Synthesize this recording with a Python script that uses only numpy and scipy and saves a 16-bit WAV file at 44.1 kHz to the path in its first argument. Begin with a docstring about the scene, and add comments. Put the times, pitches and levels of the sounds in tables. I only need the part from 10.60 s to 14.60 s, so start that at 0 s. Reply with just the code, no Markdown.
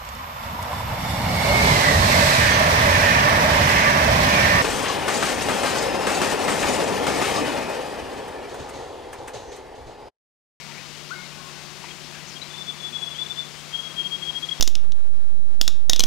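"""A small bird whistles two thin, stuttering trills by a park pond, heard mostly on the left.
Other birds give one rising whip, a few chips, high lisps and far piping notes; every call is a pure tone
bent in pitch, with a short scatter from the trees. Now and then the water swishes faintly where a duck
feeds. Under it all lie a steady far hiss, a 150 Hz electric hum and the drone of far machines."""
import sys
import numpy as np
from scipy import signal
from scipy.fft import rfft, irfft
from scipy.io import wavfile

SR = 44100
rng = np.random.default_rng(int(sys.argv[2]) if len(sys.argv) > 2 else 0)


def dump(signal):
    """Clip the signal to [-1, 1] and save it as 16-bit WAV at the path in sys.argv[1]."""
    limited = np.clip(np.atleast_2d(signal).T, -1, 1)
    pcm = np.round(limited * 32767).astype(np.int16)
    wavfile.write(sys.argv[1], SR, pcm)


N = 176400
T = np.arange(N) / SR


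def from_db(db):
    """Decibels to gain."""
    return 10 ** (np.asarray(db) / 20)


def rms_one(x):
    """Scale to rms 1."""
    return x / np.sqrt(np.mean(x ** 2) + 1e-20)


def sides(right_db):
    """Pan by turning the right side down; the left stays at full level."""
    return from_db([[0], [right_db]])


def at_hz(points, hz):
    """Read a curve on a log-frequency axis."""
    f, value = np.transpose(points)
    return np.interp(np.log(hz + 1e-9), np.log(f), value)


def drift(rate_hz):
    """Smooth random wander, spread 1."""
    step, settle = 40, 2000
    pole = np.exp(-2 * np.pi * rate_hz * step / SR)
    noise = rng.standard_normal(N // step + settle + 2)
    slow = signal.lfilter([1], [1, -2 * pole, pole * pole], noise)[settle:]
    return np.interp(np.arange(N) / step, np.arange(len(slow)), rms_one(slow))


def band_noise(low, high):
    """One band of noise, rms 1."""
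    band = signal.butter(2, [low, high], "band", fs=SR, output="sos")
    return rms_one(signal.sosfilt(band, rng.standard_normal(N)))


def steady_tone(hz, db, phase=0):
    """A sine at an rms level in dB."""
    return np.sqrt(2) * from_db(db) * np.sin(2 * np.pi * hz * T + phase)


def whistle(hz):
    """A pure tone that follows a pitch curve."""
    return np.sin(2 * np.pi * np.cumsum(hz) / SR)


def swell(middle, length):
    """An envelope with a gentle attack and a quicker release, half as high at its two ends."""
    squareness = np.where(T < middle, 2.1, 3.44)
    return .5 ** np.minimum(np.abs(2 * (T - middle) / length) ** squareness, 40)


def trees(x, t60_s=0.43, predelay_s=0.0093):
    """Scatter from the trees round the pond: a short diffuse tail, different on each side."""
    t = T[:SR]
    tail = rng.standard_normal((2, SR)) * from_db(-60 * t / t60_s) * (t > predelay_s)
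    tail /= np.sqrt(np.sum(tail ** 2, axis=1, keepdims=True))
    return signal.fftconvolve(x[None], tail, axes=1)[:, :N] * sides(-13.5)


# The colour of the hiss. Each row: frequency in Hz, level on the left in dB per Hz.
HISS_SPECTRUM = [(12, -86), (30, -85.5), (70, -76), (130, -77), (215, -70), (290, -73.5), (480, -75),
                 (700, -74), (1100, -73.7), (1750, -76), (2200, -74), (3000, -74), (4800, -75.5),
                 (6800, -79.5), (8000, -84), (11000, -91), (15500, -99)]
# Its stereo image. Each row: frequency in Hz, left-right correlation.
HISS_CORRELATION = [(60, 0.65), (290, 0.63), (1400, 0.6), (3100, 0.81), (6800, 0.4), (15000, .2)]


def far_hiss(flicker_db=0.45):
    """A smooth bed of park air, widest in the top treble; each octave flickers slightly on its own."""
    hz = np.arange(N // 2 + 1) * SR / N
    left, independent = rfft(rng.standard_normal((2, N)))
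    alike = at_hz(HISS_CORRELATION, hz)
    right = alike * left + np.sqrt(1 - alike ** 2) * independent
    spectra = np.array([left, right]) * from_db(at_hz(HISS_SPECTRUM, hz)) * np.sqrt(SR / 2)
    octave = np.floor(np.log2(np.maximum(hz / 100, 1)))
    bands = (irfft(spectra * (octave == k), N) for k in np.unique(octave))
    return sum(band * from_db(flicker_db * drift(9.7)) for band in bands) * sides(-15.5)


# The body of the hum. Each row: pitch in Hz, rms level on the left in dB, right phase lead in radians.
HUM_TONES = [(150.1, -44.5, 2.6), (301.4, -62.5, 0.62)]
# The faint whine on top. Each row: pitch in Hz, rms level on the left in dB.
WHINE_TONES = [(9300, -76), (9600, -79), (10800, -80), (12000, -78), (12300, -78), (12900, -80),
               (13200, -83)]


def electric_hum(waver_db=0.14):
    """A low hum and a high whine that barely waver, plus a thin electronic whistle in the centre."""
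    hum = sum(steady_tone(hz, db, np.array([[0], [lead]])) for hz, db, lead in HUM_TONES)
    whine = sum(steady_tone(hz, db, 2 * np.pi * rng.random()) for hz, db in WHINE_TONES)
    thin_whistle = steady_tone(hz=15625, db=-87)
    return (hum + whine) * from_db(waver_db * drift(2.3)) * sides(-17.5) + thin_whistle


# The drone's noise bands. Each row: centre in Hz, width in Hz, rms level in dB before the swells.
DRONE_BANDS = [(184, 19.4, -52.5), (361.2, 24, -54)]
# The fader ride on the drone. Each row: time in seconds, gain in dB.
DRONE_RIDE = [(0, -2), (.55, 1.5), (.9, -2), (1.2, 2), (1.6, -1), (2.0, 0.5), (3.25, -2.5), (3.55, 4),
              (4, -1)]


def far_machines(wander_db=1.5):
    """A distant drone: two narrow bands of low noise that slowly swell and sink."""
    drone = sum(from_db(db + wander_db * drift(3.3)) * band_noise(hz - width / 2, hz + width / 2)
                for hz, width, db in DRONE_BANDS)
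    ride_db = np.interp(T, *np.transpose(DRONE_RIDE))
    return drone * from_db(ride_db) * sides(-29)


# Stirrings of the water. Each row: middle in seconds, length in seconds, centre in Hz, level in dB,
# right side against left in dB.
SWISHES = [(0.125, 0.24, 2150, -45, -12), (1.277, 0.074, 2250, -39.5, -12), (1.237, 0.042, 910, -42, -11),
           (1.54, .08, 2660, -43.5, -16), (1.677, .003, 2500, -33, -16), (2.186, 0.021, 1050, -44, -12),
           (3.334, 0.052, 1200, -50, -18), (3.709, 0.034, 1110, -46.5, -12)]


def stirred_water(band_ratio=1.15, grain_db=4.5):
    """A feeding duck stirs the pond: soft swishes of narrow noise, made grainy by a fast level flutter."""
    out = 0
    for middle, length, hz, db, right_db in SWISHES:
        wash = band_noise(hz / band_ratio, hz * band_ratio)
        grainy = rms_one(wash * from_db(grain_db * drift(110)))
        out = out + from_db(db) * swell(middle, length) * grainy * sides(right_db)
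    return out


# Chips, lisps and piping notes. Each row: middle in seconds, length in seconds, pitch in Hz,
# glide in Hz per second, rasp depth in Hz, peak level in dB, right side against left in dB.
FAR_NOTES = [(0.01, 0.077, 2220, 0, 25, -42.5, -16), (0.101, 0.029, 918, 0, 10, -40, -21),
             (0.199, .025, 2510, 0, 70, -39.5, -16), (.583, 0.057, 2167, 203, 16, -37, -10),
             (0.64, 0.027, 2154, -4, 12, -37, -13), (0.812, 0.046, 1088, 1, 17, -40, -20),
             (0.88, 0.068, 1084, 1.5, 17, -39.5, -22), (0.783, 0.087, 1487, 2, 20, -48, -13),
             (.98, .08, 1517, 0, 18, -47.5, -10), (1.313, 0.017, 3255, 0, 30, -32.5, -20),
             (1.557, 0.073, 1667, -500, 108, -41, -24), (1.769, 0.019, 3240, -1200, 25, -31.5, -24),
             (1.82, 0.01, 3880, 16998, 20, -28.5, -26), (1.828, .014, 3985, -2500, 20, -26, -26),
             (1.86, 0.031, 4030, 1, 52, -43, -22), (1.69, 0.032, 6100, -3, 800, -37, -18),
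             (1.732, .04, 4910, -14000, 550, -39, -16), (2.562, 0.026, 3200, -1, 130, -29.5, -27),
             (2.695, .045, 7900, 23998, 350, -48, -20), (2.985, .05, 8300, -14000, 400, -46.5, -20),
             (2.977, 0.07, 3150, -0.5, 130, -41, -16)]


def far_birds(rasp_rate_hz=260, echo_db=-14):
    """Single held or gliding notes from round the pond; a fast quiver in pitch makes some raspy."""
    out, quiver = 0, drift(rasp_rate_hz)
    for middle, length, hz, glide, rasp_hz, db, right_db in FAR_NOTES:
        pitch = hz + glide * np.clip(T - middle, -length, length) + rasp_hz * quiver
        out = out + from_db(db) * swell(middle, length) * whistle(pitch) * sides(right_db)
    return out + from_db(echo_db) * trees(out[0])


# The contour of the whip. Each row: time in seconds, pitch in Hz, level in dB.
WHIP_CONTOUR = [(.497, 850, -60), (.507, 1127, -33), (.512, 1385, -25), (.519, 1456, -24),
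                (.531, 1555, -27), (.547, 1495, -33), (.57, 1485, -47), (.595, 1448, -37.5),
                (.625, 1420, -56)]


def whip_bird(echo_db=-8.5):
    """One whistle that shoots up, bends over and fades."""
    times, hz, db = np.transpose(WHIP_CONTOUR)
    envelope = np.interp(T, times, from_db(db), left=0, right=0)
    call = whistle(np.interp(T, times, hz)) * envelope
    return call * sides(-30) + from_db(echo_db) * trees(call)


# The notes of both trills, the second run pitched lower. Each row: middle in seconds, length in seconds,
# pitch in Hz, peak level in dB before trim and flutter, pitch droop at both ends in Hz.
TRILL_NOTES = [(1.912, 0.014, 3500, -34, 20), (1.945, 0.017, 3515, -30, 30), (1.987, .025, 3534, -27.5, 10),
               (2.015, .026, 3516, -26.5, 20), (2.096, 0.042, 3460, -22.5, 50),
               (2.21, 0.016, 3460, -29, 30), (2.261, 0.054, 3440, -23, 20), (2.339, .022, 3420, -25.5, 15),
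               (2.361, 0.021, 3395, -17.5, 10), (2.386, .014, 3390, -27.5, 10),
               (2.431, 0.025, 3395, -19.5, 10), (2.48, 0.02, 3395, -21.5, 10),
               (2.52, 0.024, 3420, -25.5, 15), (2.591, 0.016, 3440, -24, 30), (2.619, .035, 3486, -20, 30),
               (2.665, 0.012, 3460, -25.5, 10), (2.713, 0.024, 3525, -19.5, 35),
               (2.772, 0.022, 3475, -28.5, 20), (2.799, 0.032, 3518, -19.5, 30),
               (2.831, 0.013, 3455, -29, 20), (3.149, .028, 3258, -18.5, 25), (3.176, .016, 3290, -28, 5),
               (3.197, 0.018, 3267, -20, 10), (3.259, .054, 3312, -26, 10), (3.312, .035, 3280, -34.5, 10),
               (3.398, .044, 3254, -16.5, 15), (3.459, 0.027, 3247, -18, 10), (3.54, 0.037, 3264, -17, 5),
               (3.631, 0.017, 3270, -21.5, 10), (3.664, 0.031, 3310, -25, 15),
               (3.693, 0.027, 3254, -18, 20), (3.77, .033, 3280, -20, 15), (3.84, 0.022, 3310, -18, 20),
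               (3.893, 0.009, 3280, -18.5, 15), (3.923, 0.02, 3318, -16.5, 25)]


def trilling_bird(waver_hz=13, flutter_db=0.95, trim_db=-1, echo_db=-12.5):
    """A small bird whistles short pure notes in quick uneven runs, each arching a little in pitch."""
    song, waver = 0, waver_hz * drift(42.3)
    for middle, length, hz, db, droop_hz in TRILL_NOTES:
        droop = droop_hz * np.minimum(np.abs(2 * (T - middle) / length), 2) ** 2
        song = song + from_db(db) * swell(middle, length) * whistle(hz - droop + waver)
    song = song * from_db(trim_db + flutter_db * drift(50))
    return song * sides(-27) + from_db(echo_db) * trees(song)


def scene():
    """Water and birds over the steady bed, with the trill in front."""
    bed = far_hiss() + electric_hum() + far_machines()
    return bed + stirred_water() + far_birds() + whip_bird() + trilling_bird()


def record(dry, cutoff_hz=15720):
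    """A steep low-pass takes the very top off the mix."""
    return signal.sosfilt(signal.ellip(12, .1, 80, cutoff_hz, fs=SR, output="sos"), dry)


dry = scene()
out = record(dry)
dump(out)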